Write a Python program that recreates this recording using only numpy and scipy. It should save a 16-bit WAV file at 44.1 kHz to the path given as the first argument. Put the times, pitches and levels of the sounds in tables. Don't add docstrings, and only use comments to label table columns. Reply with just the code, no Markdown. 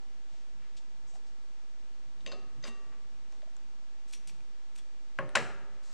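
import sys
import numpy as np
from scipy import signal
from scipy.fft import rfft, irfft
from scipy.io import wavfile
from scipy.ndimage import uniform_filter1d

SR = 44100
rng = np.random.default_rng(int(sys.argv[2]) if len(sys.argv) > 2 else 0)


def linear_from_db(decibels):
    return 10 ** (np.asarray(decibels, float) / 20)


def transcribe(u):
    v = np.clip(np.atleast_2d(u).T, -1, 1)
    q = np.round(v * 32767).astype(np.int16)
    wavfile.write(sys.argv[1], SR, q)


N = 261865


def evened(x):
    return x / np.sqrt(np.mean(x ** 2) + 1e-20)


def read(points, hz):
    f, value = np.transpose(points)
    return np.interp(np.log(hz + 1), np.log(f + 1), value)


def add(mix, s, sound):
    part = mix[round(s * SR):][:len(sound)]
    part += sound[:len(part)]


def coloured(x, db_of_hz):
    gain = linear_from_db(db_of_hz(np.fft.rfftfreq(len(x), 1 / SR)))
    return evened(irfft(rfft(x) * gain, len(x)))


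def causal(db_of_hz):
    log_gain = np.log(linear_from_db(db_of_hz(abs(np.fft.fftfreq(4096, 1 / SR)))))
    return np.fft.ifft(np.exp(np.conj(signal.hilbert(log_gain)))).real[:2048]


def strikes(rows, modes, centre_hz, favour_db, chatter_s, neutral_db):
    # frequency in Hz, level in dB.
    crack_spectrum = [(200, -15), (1200, 10.5), (2500, 9.5), (5000, -2.5), (7200, -11), (10000, -7.5),
                      (14000, -34)]
    out, t = np.zeros(N), np.arange(SR // 2) / SR
    hz, mode_db, t60 = np.transpose(modes)[:, :, None]
    sign = (-1.) ** np.arange(len(modes))[:, None]
    for s, db, ring, crack_db, best_hz in rows:
        hardness_db = 0.0892 * (db - neutral_db)

        def tilt(f):
            place_db = favour_db * np.exp(-(np.log2((f + 1) / best_hz) / 0.25) ** 2)
            return hardness_db * np.log2((f + 1) / centre_hz) + place_db

        decay = linear_from_db(mode_db + tilt(hz) - 60 * t / (t60 * ring))
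        rings = decay * np.sin(2 * np.pi * hz * t) * sign
        chatter = 0.35 * rng.standard_normal(1024) * linear_from_db(-60 * t[:1024] / chatter_s)
        contact = signal.unit_impulse(1024) + chatter
        crack = np.convolve(contact, causal(lambda f: read(crack_spectrum, f) + tilt(f))[:512])
        add(out, s, linear_from_db(db) * rings.sum(0))
        add(out, s, linear_from_db(db + crack_db + 8) * crack)
    return out


def snips():
    # start in seconds, level in dB, gap between rebounds in seconds, most excited Hz.
    closings = [
        (4.136, -49, 0.013, 2900),
        (4.2744, -55, 0.0097, 8400),
    ]
    ring, crack_db, rebound_hz = 0.9, -9, 5670
    rows = []
    for s, db, gap, hz in closings:
        rows.append((s, db, ring, crack_db, hz))
        for k in (1, 2, 3):
            rows.append((s + k * gap, db - 15 - 2 * (k - 1), ring, crack_db, rebound_hz))
    return rows


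def steel():
    # frequency in Hz, level in dB, T60 in seconds.
    steel_modes = [(1500, -23, .01), (2450, 0, 0.011), (3350, -2.5, 0.016), (4400, 2.5, 0.0057),
                   (5730, -1.5, 0.033), (6900, 1, 0.0043), (8400, 0.5, 0.0079), (10700, 12.5, 0.0069)]
    # start in seconds, level in dB, ring as a factor on T60, crack in dB re ring, most excited Hz.
    steel_blows = [(3.324, -61.5, .2, 2, 6400), (3.4205, -69, 0.083, 11.5, 4200),
                   (3.567, -62.5, 0.34, 4, 6900), (4.111, -62, .6, -5, 8000), (4.132, -60, 1, -3, 5000),
                   (4.295, -59, 1.1, 1.5, 2450), (4.405, -73, 1.5, -6, 2450), (4.761, -62, 0.82, 5, 7750),
                   (4.786, -59, 0.46, 5.5, 8500), (4.791, -70, 3.1, -1, 3350),
                   (5.292, -67.5, 0.28, 18, 9500)]
    return strikes(steel_blows + snips(), steel_modes, 6200, 12.6, 0.0045, -52)


def table():
    # frequency in Hz, level in dB, T60 in seconds.
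    table_modes = [(140, -17.5, 1), (231, -7, 0.37), (374, -9, 0.71), (488, -11.5, 0.41), (570, -3.5, 0.17),
                   (632, -4.5, 0.17), (810, -13, 0.24), (989, -18.5, 0.27), (1074, 0.5, 0.089),
                   (1345, -34, 0.08), (1560, 0, 0.018), (1609, -7.5, 0.072), (1907, -5.5, 0.04),
                   (2380, 8.5, 0.0073), (2900, -0.5, 0.015)]
    # start in seconds, level in dB, ring as a factor on T60, crack in dB re ring, most excited Hz.
    table_blows = [(1.157, -65.5, 0.55, 3, 764), (2.264, -59.5, 0.68, -10, 545),
                   (2.275, -56, .98, -18, 493), (2.318, -49.5, 0.2, -7, 1500), (2.329, -54.5, 0.7, -1, 537),
                   (2.638, -59, 0.56, -17, 547), (2.652, -54, 0.47, -1, 1560),
                   (2.679, -54.5, 0.66, -12, 231), (3.325, -68.5, .98, -11, 836),
                   (5.1878, -40.5, 0.78, -6.5, 1660), (5.207, -52, 0.45, -14, 1080),
                   (5.3527, -39, 0.78, 7, 1030), (5.354, -36.5, 0.85, 7.5, 7330),
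                   (5.3551, -33.5, 0.8, 1.5, 1520), (5.3566, -35, 0.42, 8.5, 13500),
                   (5.363, -40.5, 0.8, 1, 554), (5.372, -42.5, 0.61, 6.5, 1900),
                   (5.381, -54, 0.42, 14, 556)]
    return strikes(table_blows, table_modes, 570, 14.2, 0.019, -63.5)


def glass():
    # frequency in Hz, level in dB, T60 in seconds.
    glass_modes = [(1900, -24, 0.034), (2745, -4, 0.046), (3741, 1.5, 0.047), (4400, -4.5, 0.043),
                   (4890, -9, 0.081), (6160, -8.5, 0.095), (6310, -5.5, 0.038), (7510, -11.5, 0.18),
                   (9000, -28, 0.048)]
    # start in seconds, level in dB, ring as a factor on T60, crack in dB re ring, most excited Hz.
    glass_blows = [
        (2.208, -72, 0.28, -4, 3741),
        (2.2627, -46.5, 0.51, 6.5, 2900),
        (2.2745, -52, 0.83, -12, 5360),
        (2.3172, -50, 0.19, -20, 4890),
        (2.3225, -55, 0.77, 8.5, 4400),
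        (2.626, -63, 1.1, -12, 6440),
        (2.641, -50, 0.78, 4.5, 5400),
        (2.669, -76, 0.66, -4, 2745),
        (2.676, -61, 1.4, 8.5, 1120),
    ]
    return strikes(glass_blows, glass_modes, 2940, 13.0, 0.013, -56)


def sing(rows):
    out, t = np.zeros(N), np.arange(2 * SR) / SR
    for s, hz, db, t60 in rows:
        onset = 1 - np.exp(-t * hz / 1.15)
        add(out, s, linear_from_db(db - 60 * t / t60) * np.sin(2 * np.pi * hz * t) * onset)
    return out


def mode_singing():
    # start in seconds, frequency in Hz, level in dB, T60 in seconds.
    single_modes = [(0, 790, -70, 0.81), (2.635, 1960, -50, 0.094), (2.638, 4890, -44.5, 0.1),
                    (2.675, 229, -61, 0.13), (3.566, 7360, -48.5, 0.0081), (4.139, 5720, -59, 0.17),
                    (4.788, 3420, -63, 0.035), (5.187, 540, -40, 0.36), (5.188, 599, -47, 0.61),
                    (5.1879, 1650, -21.5, 0.019), (5.188, 1106, -36.5, 0.067), (5.204, 1081, -46.5, 0.27),
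                    (5.36, 231, -47, .25), (5.36, 388.4, -51, 0.81), (5.356, 562, -57.5, 2.05),
                    (5.356, 1317, -57, 1.3)]
    return sing(single_modes)


def dish_singing():
    # start in seconds, frequency in Hz, level in dB.
    dish_modes = [(2.28, 2710, -53), (2.2625, 1860, -68), (2.32, 1255, -62.5), (2.32, 1120, -67),
                  (2.668, 2745, -54), (2.672, 1161, -59), (2.673, 1879, -63), (2.669, 3741, -65),
                  (2.275, 4890, -59.5), (2.669, 9700, -70)]
    # frequency in Hz, T60 in seconds.
    dish_t60 = [(1160, 1.2), (1900, 0.96), (2750, 0.47), (7500, 0.085)]
    return sing([(*row, read(dish_t60, row[1])) for row in dish_modes])


def cone_taps():
    # start in seconds, frequency in Hz, level in dB.
    taps = [
        (.34, 674, -55.5),
        (1.135, 700, -53),
        (1.153, 746, -49.5),
        (3.429, 612, -46),
        (3.474, 650, -51.5),
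    ]
    return sing([(*row, 0.039) for row in taps])


def rubs(rows, octaves):
    out = np.zeros(N)
    for s, length, db, hz in rows:
        u = np.arange(0, 1, 1 / (length * SR))
        catch, size, hiss = rng.random(SR), rng.exponential(1, SR), rng.standard_normal(SR)
        drive = hiss * (1 + 2.0 * (catch < .05) * linear_from_db(np.minimum(size, 2.5)))
        band = coloured(drive, lambda f: np.maximum(-6 * (np.log2((f + 1) / hz) / octaves) ** 2, -80))
        swell = np.sin(np.pi * u ** 0.5) ** 1.46
        add(out, s, linear_from_db(db - 1) * band[:len(u)] * swell)
    return out


def scrapes():
    # start in seconds, length in seconds, level in dB rms, centre in Hz.
    scrape_rows = [
        (2.199, 0.051, -74, 3500),
        (2.646, 0.053, -52.5, 1500),
        (2.667, 0.038, -54, 4660),
        (4.076, .064, -63, 5500),
        (4.122, .05, -51, 6600),
        (4.27, 0.05, -54, 6900),
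        (4.752, 0.027, -59, 7500),
        (4.773, 0.038, -60, 5500),
    ]
    return rubs(scrape_rows, 1.7)


def drags():
    # start in seconds, length in seconds, level in dB rms, centre in Hz.
    drag_rows = [
        (2.22, 0.45, -62, 220),
        (2.677, .54, -69.5, 372),
        (5.2, 0.12, -60, 59),
        (5.38, 0.457, -69.5, 102),
        (5.62, 1, -72, 1210),
    ]
    return rubs(drag_rows, 0.92)


def narrow_rubs():
    # start in seconds, length in seconds, level in dB rms, centre in Hz.
    narrow_rows = [
        (1.067, 0.097, -68, 6700),
        (2.06, .06, -69.5, 140),
        (2.54, 0.14, -60.5, 140),
        (4.25, 0.27, -68.5, 140),
        (5.185, 0.12, -49, 145),
        (5.36, 0.31, -55, 135),
    ]
    return rubs(narrow_rows, 0.32)


def yarn():
    # start in seconds, length in seconds, level in dB rms, centre in Hz.
    yarn_rows = [
        (.288, 0.22, -72.5, 4050),
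        (.6, 0.14, -70.5, 1900),
        (.765, 0.037, -58.5, 4440),
        (1.135, 0.064, -65.5, 5900),
        (2.91, 0.082, -68.5, 1500),
        (1.263, .044, -70, 5000),
        (3.307, 0.083, -72.5, 4500),
        (5.824, 0.16, -65.5, 5800),
        (5.895, 0.11, -66, 5740),
    ]
    return rubs(yarn_rows, 0.87)


def hall(x, turns_per_s):
    # frequency in Hz, T60 in seconds.
    hall_t60 = [(100, 0.95), (500, 0.82), (1500, 0.73), (3000, 0.54), (6000, 0.51), (12000, 0.41)]
    taps = np.zeros((3, 2, SR))
    slots = np.arange(160, SR - 20, 20)
    at = slots + rng.integers(0, 20, (3, 2, len(slots)))
    np.put_along_axis(taps, at, rng.choice([-1., 1.], at.shape), 2)
    hz, t, z = signal.stft(taps, SR, nperseg=256)
    early = 1 + 1.8 * np.exp(-t / 0.013)
    decay = linear_from_db(-60 * t / read(hall_t60, hz)[:, None])
    tail = signal.istft(z * early * decay, SR, nperseg=256)[1]
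    tail[..., :160] = 0
    tail[:, 1] = 0.66 * tail[:, 0] + 0.42 * tail[:, 1]
    turn = np.pi * (turns_per_s * np.arange(N) / SR + np.arange(3)[:, None] / 3)
    fed = x * np.cos(turn) * np.sqrt(2 / 3)
    tail = tail / np.linalg.norm(tail[0, 0])
    return signal.fftconvolve(fed[:, None], tail, axes=2)[..., :N].sum(0)


def microphone(x):
    # frequency in Hz, gain in dB.
    response = [(20, -15), (90, 1.5), (200, 1.5), (8000, 3), (10000, -8), (11300, -14.5), (12200, -13),
                (14000, -22), (16000, -58)]
    return signal.oaconvolve(x, causal(lambda f: read(response, f))[None])[:, :N]


def air():
    # frequency in Hz, level in dB per Hz.
    air_spectrum = [(15, -10.5), (50, -6.5), (75, -26), (130, -11.5), (204, -11), (330, -14.5), (600, -17),
                    (861, -17.5), (1420, -20), (4660, -24), (7050, -27), (9500, -37), (11800, -44.5),
                    (12200, -60), (15000, -63)]
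    # frequency in Hz, left-right likeness from 0 to 1.
    likeness = [(50, 1), (290, 0.62), (1380, 0.25), (6600, 0.14)]
    # frequency in Hz, level in dB rms.
    hum = [
        (48.4, -75),
        (215.3, -81),
        (882.9, -81.5),
    ]
    frames, hz = N // 256 + 5, np.fft.rfftfreq(1024, 1 / SR)
    a, b, c, d, patches = rng.standard_normal((frames, 513, 5)).T
    patches = uniform_filter1d(patches, size=12, axis=0)
    patches = evened(uniform_filter1d(patches, size=14, axis=1))
    same = np.clip(read(likeness, hz), -1, 1)[:, None]
    left = a + 1j * b
    right = same * left + np.sqrt(1 - same ** 2) * (c + 1j * d)
    z = np.array([left, right]) * linear_from_db(read(air_spectrum, hz)[:, None] + 0.14 * patches)
    out = linear_from_db(-63.5) * evened(signal.istft(z, nperseg=1024, noverlap=768)[1][:, :N])
    for f, db in hum:
        waver = evened(uniform_filter1d(rng.standard_normal(N), size=9000))
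        phase = 2 * np.pi * np.cumsum(f + 1.933 * waver) / SR
        out += linear_from_db(db + 2.5 + 0.83 * waver) * np.sin(phase)
    return out * linear_from_db([[.3], [-.3]])


def scene():
    hands = steel() + scrapes() + drags() + narrow_rubs() + yarn()
    left = table() + glass()
    singing = mode_singing() + dish_singing() + cone_taps()
    direct = (left + singing) * linear_from_db([[1.9], [-1.9]]) + hands * linear_from_db([[.9], [-.9]])
    room = hall(left + hands, 330)
    return microphone(direct + linear_from_db(-6.0) * room) + air()


def top_cut(x):
    return signal.sosfilt(signal.butter(12, 15040, fs=SR, output="sos"), x)


def record(dry):
    offset = [-.0135, .0159]
    gate_db, gate_s, gate_depth = -74, 0.058, 0.82
    band_filter = signal.butter(4, [88, 172], "band", fs=SR, output="sos")
    band = signal.sosfiltfilt(band_filter, dry)
    level = np.sqrt(abs(uniform_filter1d((band ** 2).mean(0), size=round(gate_s * SR))))
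    shut = uniform_filter1d(1. * (level < linear_from_db(gate_db)), size=700)
    gated = dry - gate_depth * band * shut
    return top_cut(gated + np.array(offset)[:, None])


dry = scene()
out = record(dry)
transcribe(out)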